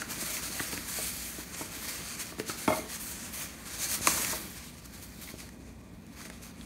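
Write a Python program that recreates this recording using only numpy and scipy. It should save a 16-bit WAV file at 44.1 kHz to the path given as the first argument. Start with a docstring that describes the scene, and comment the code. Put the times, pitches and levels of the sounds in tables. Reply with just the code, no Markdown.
"""A thin foam sheet slides under the hands in short strokes and its creases pop, close to a single microphone.
The hands are lifting an object wrapped in the sheet from a cardboard box in a quiet room, over a hum and a low murmur.
The sheet is gritty noise in drifting bands, a pop is a sagging tone with a crack, and rubs and knocks ring
the box's modes as it drops back on the table and rocks. The hum is wavering sines; the walls add a dull noise-tail echo."""
import sys
import numpy as np
from scipy import signal
from scipy.fft import rfft, irfft, next_fast_len
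from scipy.io import wavfile
from scipy.ndimage import uniform_filter1d

SR = 44100
rng = np.random.default_rng(int(sys.argv[2]) if len(sys.argv) > 2 else 0)


def log_audio(samples):
    """Write samples as a 16-bit WAV file to the path given in sys.argv[1]."""
    # one column per channel
    frames = np.atleast_2d(samples).T
    # limit to full scale, then quantise
    limited = np.clip(frames, -1, 1)
    pcm = np.round(limited * 32767).astype(np.int16)
    wavfile.write(sys.argv[1], SR, pcm)


def makeup_ratio(level_db):
    """Linear amplitude ratio for a level in decibels (20 dB per factor of ten)."""
    decades = np.asarray(level_db, float) / 20
    return 10 ** decades


N = 293526
T = np.arange(N) / SR

# strokes of the sliding sheet: (start t/s, length/s, starting level/dB, sag over the stroke/dB,
# sheen level against the stroke/dB)
SHEET_STROKES = [(0, 0.017, -44.5, -3, -9), (0.107, 0.09, -35.5, 9.5, -6.5), (0.211, 0.16, -35, 0.7, -6),
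                 (0.436, 0.24, -37.5, 1, -6.5), (0.72, 0.083, -39, 5.5, -4.5),
                 (0.887, 0.208, -36.5, 0, -4.5), (1.132, 0.17, -41.5, 0.5, -1),
                 (1.344, 0.05, -49.5, -6, -5), (1.405, 0.03, -48, 2, -4), (1.547, 0.011, -38.5, 15, -18),
                 (1.578, 0.07, -40.5, 2, -6), (1.72, 0.13, -47, -5.5, -4.4), (1.883, 0.27, -38.5, 4, -8),
                 (2.199, 0.11, -36, 16.5, -5), (2.297, 0.032, -53.5, -1, -4),
                 (2.387, 0.0082, -47.5, -6.5, -5), (2.467, 0.025, -45, -11.5, -9.5),
                 (2.585, 0.058, -40, 5, -5), (2.669, 0.11, -46, -6, -2), (2.902, 0.052, -42, -4.5, -6),
                 (3.007, 0.11, -43.5, -0.5, 0.5), (3.126, 0.12, -45, -3.8, -10),
                 (3.34, 0.11, -37.5, 3.9, -4), (3.661, 0.093, -45, -7, -9), (3.785, 0.056, -38, -8, -9),
                 (3.901, 0.044, -34, -3.5, -4), (4.022, 0.065, -32, -0.5, -8),
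                 (4.077, 0.24, -28.5, 4.5, -6), (4.352, 0.18, -40.0, 7, -2.5), (4.577, 0.1, -48.5, 0.3, -6),
                 (4.74, 0.015, -51, 6, -10), (4.782, 0.018, -49, 5, -10), (4.859, 0.01, -46, 20, -6),
                 (4.925, 0.03, -57, -8.5, -4.8), (5.027, 0.023, -45, 4.5, -1.5), (5.221, 0.072, -47, 1, -3),
                 (5.391, 0.0099, -45.5, -1.5, -7), (5.61, 0.08, -62.5, -1, -12), (6.135, 0.008, -60, 9, -6),
                 (6.164, 0.065, -57, -6, -7), (6.26, 0.015, -47.9, 10, -7), (6.296, 0.067, -63.5, -6.6, -8),
                 (6.43, 0.041, -50, 3, -5), (6.558, 0.073, -65.5, -12, -9)]
# the sheet resting in the hands between strokes: (t/s, level/dB)
RESTING_CONTACT = [(0, -50), (1.2, -42.5), (1.5, -46.5), (2.3, -62), (2.36, -66), (2.55, -49.5), (3.3, -48),
                   (3.62, -51.5), (4.72, -60), (4.9, -56.5), (5.15, -54.5), (5.5, -58), (5.58, -64),
                   (5.9, -67), (6.1, -63.5), (6.3, -60.5), (6.66, -64)]
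# spectrum of the sheet as the microphone hears it, with the microphone's dips near 2.9, 5 and 10.4 kHz,
# relative within each of its four bands: (f/Hz, density/dB)
SHEET_SPECTRUM = [(240, -44), (500, -5), (800, -6.5), (1200, -3.5), (2400, -1.5), (2900, -14), (4440, -8),
                  (5000, -11), (6400, 3.5), (7600, 1), (8600, 2.5), (9900, -1.5), (10400, -5.5),
                  (11200, -0.5), (16000, -5.5)]
# the sheet's two lower bands against the rubbing level, before firmness: (t/s, body level/dB, fold level/dB)
LOW_BANDS = [(0, -2, -6), (.3, -5, -6.5), (.6, -4.5, -5.5), (.9, -6.5, -8), (1.25, -8.5, -7.5),
             (1.4, -5, -7), (1.9, -4.5, -5.5), (2.4, -6, -6), (2.75, -5, -5.5), (3.1, -8, -8.5),
             (3.42, -4, -7.5), (3.9, -6.5, -6.5), (4.2, -1.5, -7), (4.6, -7, -7), (5.05, -7.5, -7.5),
             (5.4, -8, -6), (5.55, -8, -9.5), (6.0, -8, -8.5), (6.3, -5.5, -5), (6.66, -8, -7.5)]
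# hands and load shuffling against the box, before a 1.5 dB trim: (t/s, level/dB)
BOX_SHUFFLE = [(0.0, -46), (0.81, -50), (1.04, -49), (1.32, -52), (1.83, -48.5), (2.45, -52.5), (2.65, -50),
               (2.98, -58), (3.87, -50.5), (4.23, -39), (4.39, -46), (4.67, -57.5), (4.87, -57),
               (5.04, -54.5), (5.69, -52.5), (5.84, -54.5), (6.32, -58), (6.66, -56.5)]
# cardboard walls as ringing modes, as struck; shuffling halves the t60: (f/Hz, relative level/dB, t60/s)
BOX_MODES = [(92, -9, 0.14), (172, -9.5, 0.19), (230, -9.5, 0.11), (301, 0.5, 0.062), (357.4, 0, 0.054),
             (437, -2, 0.045), (556, -9.5, 0.045), (636, -3.5, 0.095), (722, -0.5, 0.054), (896, 5, 0.027),
             (1110, 4.5, 0.042), (1266, 0.5, 0.036), (1340, -4, 0.028), (1710, -4, .04), (2120, -2, 0.056),
             (3270, -2, 0.026)]
# relative spectrum of the room's murmur: (f/Hz, density/dB)
ROOM_SPECTRUM = [(18, -37), (30, -7), (59, 3), (124, -5.5), (233, 0), (404, -14.5), (1190, -22.5),
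                 (1320, -37), (2480, -32.5), (2900, -42), (3400, -31), (9220, -48.5), (16000, -47)]
# lines of the hum, before a 3.5 dB lift: (f/Hz, level/dB)
HUM_LINES = [(59.2, -57.5), (177.6, -60.5), (231.5, -61), (1174, -76), (1464, -84), (1933, -76.5),
             (2460, -75.5), (2519, -86)]
# creases popping: (t/s, patch peak level/dB, nominal f/Hz, crack peak against patch/dB, ring t60/s)
CREASE_POPS = [(.018, -27, 1620, -2, 0.035), (.1165, -36, 1460, -5, .02), (.3685, -25, 2160, -9, 0.016),
               (0.595, -25, 1856, -18, 0.04), (0.6009, -23, 1430, -22, 0.021), (.728, -28, 2160, -8, .014),
               (.7765, -24.5, 1670, -8, 0.017), (1.615, -34, 1130, -10, 0.024),
               (2.3986, -23.5, 1830, -3.5, 0.016), (2.496, -26, 1504, -12.5, 0.048),
               (2.6775, -22, 2350, -7, 0.016), (2.7015, -38, 2260, -10, .013),
               (3.9152, -29.5, 1740, -3, 0.022), (4.069, -24, 2080, -20, .0115),
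               (4.072, -11.5, 1086, 7, 0.031), (4.0715, -12, 2250, -20, 0.014),
               (4.1763, -26.5, 990, -6, 0.018), (4.247, -24, 2307, 4.5, .015), (4.33, -30, 970, -8, 0.032),
               (5.275, -40, 2310, -20, .041), (5.288, -37, 2310, -20, 0.027), (5.385, -42, 2600, 2, .015),
               (5.4032, -36, 2220, -2, .015), (5.4903, -42, 1900, 0, .015), (6.066, -55, 3000, 9, .015),
               (6.2055, -39, 1110, -8, .018), (6.215, -38, 1860, -1, 0.024), (6.253, -38, 1710, -1, 0.019),
               (6.282, -43, 10500, -20, .02), (6.3, -35, 1800, 0, 0.018), (6.611, -37.5, 3950, -8, 0.018)]
# blows on the box: (t/s, peak level/dB, most stirred f/Hz, focus/dB per octave, rattle decay to 1/e /ms)
BOX_KNOCKS = [(.11, -38, 229, 10, 4.7), (.224, -31.5, 331, 13, 3.3), (.502, -38, 326, 18, 2.9),
              (.603, -25.5, 367, 9, 1.7), (.73, -30, 383, 9, 4.2), (.777, -32.5, 318, 10, 9.1),
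              (.987, -27, 230, 5.5, 2.2), (1.384, -34.5, 304, 22, 3.3), (1.611, -28, 260, 7, 2.2),
              (2.006, -33, 229, 12, 3.3), (2.323, -35, 304, 6, 3.4), (2.384, -32, 300, 5, 3.5),
              (2.399, -22, 440, 36, 1), (2.493, -30, 250, 15, 3.7), (2.678, -11.5, 495, 4.5, 9.8),
              (2.703, -15.5, 704, 6, 5.3), (2.721, -20, 900, 2.5, 14), (4.078, -19.5, 307, 1.5, 1.66),
              (4.33, -29, 740, 8, 5.2), (5.429, -40, 231, 2.5, 1.4), (6.257, -37.5, 300, 8, 2.5),
              (6.3, -34, 700, 10, 1.1)]

# sheet: body lies below the first edge, then fold, the main band, and sheen above the last
BODY_BELOW_HZ, FOLD_BELOW_HZ, SHEEN_ABOVE_HZ = 2850, 5000, 10500
RISE_DB_PER_S, FALL_DB_PER_S, REST_SHEEN_DB = 613, 257, -6
# gentler rubbing is duller: body and fold recede per dB of rubbing above FIRM_DB
FIRM_DB, BODY_PER_DB, FOLD_PER_DB = -46, 0.4059, 0.18
ECHO_T60_S, ECHO_DB, ECHO_TOP_HZ = 0.41, -16, 4800
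# cracks harder than SHARP_ABOVE_DB decay faster than CRACK_MS
CRACK_MS, SHARP_ABOVE_DB = 2, -18
# after the drop the box rocks to rest: each tap is weaker, and lower until ROCK_LOW_HZ
ROCK_S, ROCK_GAP_S, ROCK_DB, ROCK_DB_PER_TAP = 2.745, .023, -30, 1.7
ROCK_HZ, ROCK_LOW_HZ, ROCK_OCTAVES_PER_TAP = 900, 440, 0.56
ROCK_FOCUS_DB, ROCK_MS = 23, 7.7  # focus per octave
TOP_HZ = 15720  # upper edge of the microphone's range


def unit(x):
    """Scale to rms 1."""
    return x / np.sqrt(np.mean(x ** 2))


def colour(x, points):
    """Shape a noise by (Hz, dB) points, joined along log frequency."""
    hz, db = np.transpose(points)
    bins = np.arange(N // 2 + 1) * SR / N + 1
    gain_db = np.interp(np.log(bins), np.log(hz), db)
    return irfft(rfft(x) * makeup_ratio(gain_db), N)


def cut(x, hz, kind):
    """Steep low-, high- or band-pass."""
    return signal.sosfilt(signal.butter(4, hz, kind, fs=SR, output="sos"), x)


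def ring(hz, t60, size=6000):
    """One mode dying away by 60 dB in t60 seconds."""
    t = np.arange(size) / SR
    return np.sin(2 * np.pi * hz * t) * np.exp(-np.log(1000) * t / t60)


def add(out, s, sound):
    """Mix a sound in at time s."""
    i = int(s * SR)
    out[i:i + len(sound)] += sound[:N - i]


def walk(rate):
    """Random levels held 1 / rate seconds and slewed twice; rms 1."""
    k = int(SR / rate)
    held = np.repeat(rng.standard_normal(N // k + 1), k)
    slewed = uniform_filter1d(uniform_filter1d(held, k), k)
    return unit(slewed[:N])


def grit(share, spread_db, grit_db):
    """Smooth rubbing plus scattered cells that catch and let go with uneven strength, a few somewhat harder."""
    caught = rng.random(N) < share
    strength = makeup_ratio(spread_db * rng.exponential(size=N))
    catches = caught * strength * rng.standard_normal(N)
    return unit(rng.standard_normal(N) + makeup_ratio(grit_db) * unit(catches))


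def strokes():
    """Level and sheen of the rubbing: strokes share one rise and fall rate, over the resting contact."""
    power = makeup_ratio(2 * np.interp(T, *np.transpose(RESTING_CONTACT)))
    sheen = power * REST_SHEEN_DB
    for s, length, db, sag_db, sheen_db in SHEET_STROKES:
        level_db = db - sag_db * np.clip((T - s) / length, 0, 1)
        level_db -= RISE_DB_PER_S * np.clip(s - T, 0, 1)
        level_db -= FALL_DB_PER_S * np.clip(T - s - length, 0, 1)
        stroke = makeup_ratio(2 * level_db)  # power
        power = power + stroke
        sheen = sheen + stroke * sheen_db
    return 10 * np.log10(power), sheen / power


def patches(rub, flicker_db, crackle_db):
    """Patches of film come and go under the fingers: quarter-octave bands swell and crackle on their own."""
    size = next_fast_len(N)
    step = 4 * np.log2((np.arange(size // 2 + 1) * SR / size + 1) / 200)  # quarter octaves above 200 Hz
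    out = np.zeros(N)
    for k in range(27):
        ticks = unit((rng.random(N) < .008) * rng.standard_normal(N))
        window = np.cos(np.pi / 2 * np.clip(step - k, -1, 1)) ** 2  # neighbours overlap and sum to one
        band = irfft(rfft(rub + makeup_ratio(crackle_db) * ticks, size) * window, size)[:N]
        out += makeup_ratio(flicker_db * walk(14)) * band
    return out


def sheet():
    """Stick-slip rubbing of foam film; body and fold recede as the grip firms, sheen changes with each stroke."""
    db, sheen_db = strokes()
    s, body_db, fold_db = np.transpose(LOW_BANDS)
    body_db = np.interp(T, s, body_db) - BODY_PER_DB * (db - FIRM_DB)
    fold_db = np.interp(T, s, fold_db) - FOLD_PER_DB * (db - FIRM_DB)
    rub = grit(share=.03, spread_db=1.5, grit_db=-6.5)
    rub = rub * makeup_ratio(1.3 * walk(60) + 0.68 * walk(25.12))
    rub = colour(patches(rub, flicker_db=1.1, crackle_db=-7.5), SHEET_SPECTRUM)
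    body = makeup_ratio(body_db) * unit(cut(rub, BODY_BELOW_HZ, "low"))
    fold = makeup_ratio(fold_db) * unit(cut(rub, (BODY_BELOW_HZ, FOLD_BELOW_HZ), "band"))
    main = makeup_ratio(-4.5) * unit(cut(rub, (FOLD_BELOW_HZ, SHEEN_ABOVE_HZ), "band"))
    sheen = makeup_ratio(sheen_db) * unit(cut(rub, SHEEN_ABOVE_HZ, "high"))
    return makeup_ratio(db) * (body + fold + main + sheen)


def shuffling():
    """Hands and load bump along the cardboard and ring its modes, which die twice as fast as when struck."""
    walls = sum(makeup_ratio(db) * ring(hz, t60 * 0.5) for hz, db, t60 in BOX_MODES)
    bumps = cut(grit(share=.004, spread_db=2.5, grit_db=-3.0), 535, "low")
    rubbed = unit(signal.fftconvolve(bumps, walls)[:N])
    s, db = np.transpose(BOX_SHUFFLE)
    return makeup_ratio(np.interp(T, s, db) - 1.5) * rubbed


def murmur():
    """Low coloured noise of the room that swells a little."""
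    noise = unit(colour(rng.standard_normal(N), ROOM_SPECTRUM))
    return makeup_ratio(-50.5 + 1.2 * walk(2.65)) * noise


def hum():
    """Appliance motor as steady lines that waver in level and slightly in pitch."""
    out = np.zeros(N)
    for hz, db in HUM_LINES:
        level = makeup_ratio(db + 3.5 + 1.94 * walk(5))
        wavering_time = np.cumsum(1 + .004 * walk(4)) / SR
        out += level * np.sin(2 * np.pi * hz * wavering_time)
    return out


def echo(x):
    """Dense, dull reflections from the walls that start after 4 ms and die away."""
    t = np.arange(int(1.3 * ECHO_T60_S * SR)) / SR
    tail = cut(rng.standard_normal(len(t)), ECHO_TOP_HZ, "low")
    tail = tail * np.exp(-np.log(1000) * t / ECHO_T60_S) * (t > .004)
    tail = tail / np.sqrt(np.sum(tail ** 2))
    return makeup_ratio(ECHO_DB) * signal.fftconvolve(x, tail)[:N]


def pops():
    """A buckling crease rings a patch of film whose pitch sags as it slackens, and cracks broadly."""
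    out = np.zeros(N)
    t = np.arange(1500) / SR
    for s, db, hz, crack_db, t60 in CREASE_POPS:
        noise = rng.standard_normal(len(t))
        # pitch sags within a few cycles from about 1.27 to 0.835 of nominal
        turns = 0.835 * hz * t + 1.31 * (1 - np.exp(-hz * t / 3.0))
        fade = (1 - np.exp(-t / .0003)) * np.exp(-np.log(1000) * t / t60)
        rough = unit(cut(noise, (hz * 0.33, hz * 1.73), "band"))
        patch = fade * (np.sin(2 * np.pi * turns) + 0.46 * rough)
        ms = CRACK_MS * makeup_ratio(-0.8 * max(db + crack_db - SHARP_ABOVE_DB, 0))
        crack = (noise + 2.9 * (t == 0)) * np.exp(-1000 * t / max(ms, .1))  # led by one sharp edge
        crack = cut(crack, (4000, 11500), "band")
        add(out, s, makeup_ratio(db) * patch / np.abs(patch).max())
        add(out, s, makeup_ratio(db + crack_db) * crack / np.abs(crack).max())
    return out


def rocking(count=6):
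    """Evenly spaced blows, in the columns of BOX_KNOCKS, for the box rocking to rest."""
    rows = []
    for k in range(count):
        hz = max(ROCK_HZ / 2 ** (k * ROCK_OCTAVES_PER_TAP), ROCK_LOW_HZ)
        db = ROCK_DB - k * ROCK_DB_PER_TAP
        rows.append((ROCK_S + k * ROCK_GAP_S, db, hz, ROCK_FOCUS_DB, ROCK_MS))
    return rows


def knocks():
    """Blows ring the cardboard modes; loose flaps make every blow a short rattle."""
    out = np.zeros(N)
    t = np.arange(2000) / SR
    for s, db, hz, focus_db, ms in BOX_KNOCKS + rocking():
        # modes far from the struck panel's own pitch are stirred less
        walls = sum(makeup_ratio(mode_db - focus_db * abs(np.log2(f / hz))) * ring(f, t60)
                    for f, mode_db, t60 in BOX_MODES)
        push = 0.26 * rng.standard_normal(len(t)) * np.exp(-1000 * t / max(ms, .2))
        push[0] = 1  # the first contact, ahead of the rattle
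        blow = cut(signal.fftconvolve(walls, push), 87, "high")  # a small box radiates little deep bass
        add(out, s, makeup_ratio(db) * blow / np.abs(blow).max())
    return out


def scene():
    """Close sources with their echo, over the room; one microphone feeds both channels."""
    near = sheet() + shuffling() + pops() + knocks()
    mono = near + echo(near) + murmur() + hum()
    return np.tile(mono, (2, 1))


def band_limit(x):
    """A steep low-pass at the top of the band."""
    return signal.sosfilt(signal.butter(12, 16620, fs=SR, output="sos"), x)


def record(dry):
    """The microphone drops the deepest bass and the top is cut steeply."""
    mic = cut(dry, 48, "high")
    mic = signal.sosfilt(signal.ellip(14, .5, 70, TOP_HZ, fs=SR, output="sos"), mic)
    return band_limit(mic)


dry = scene()
out = record(dry)
log_audio(out)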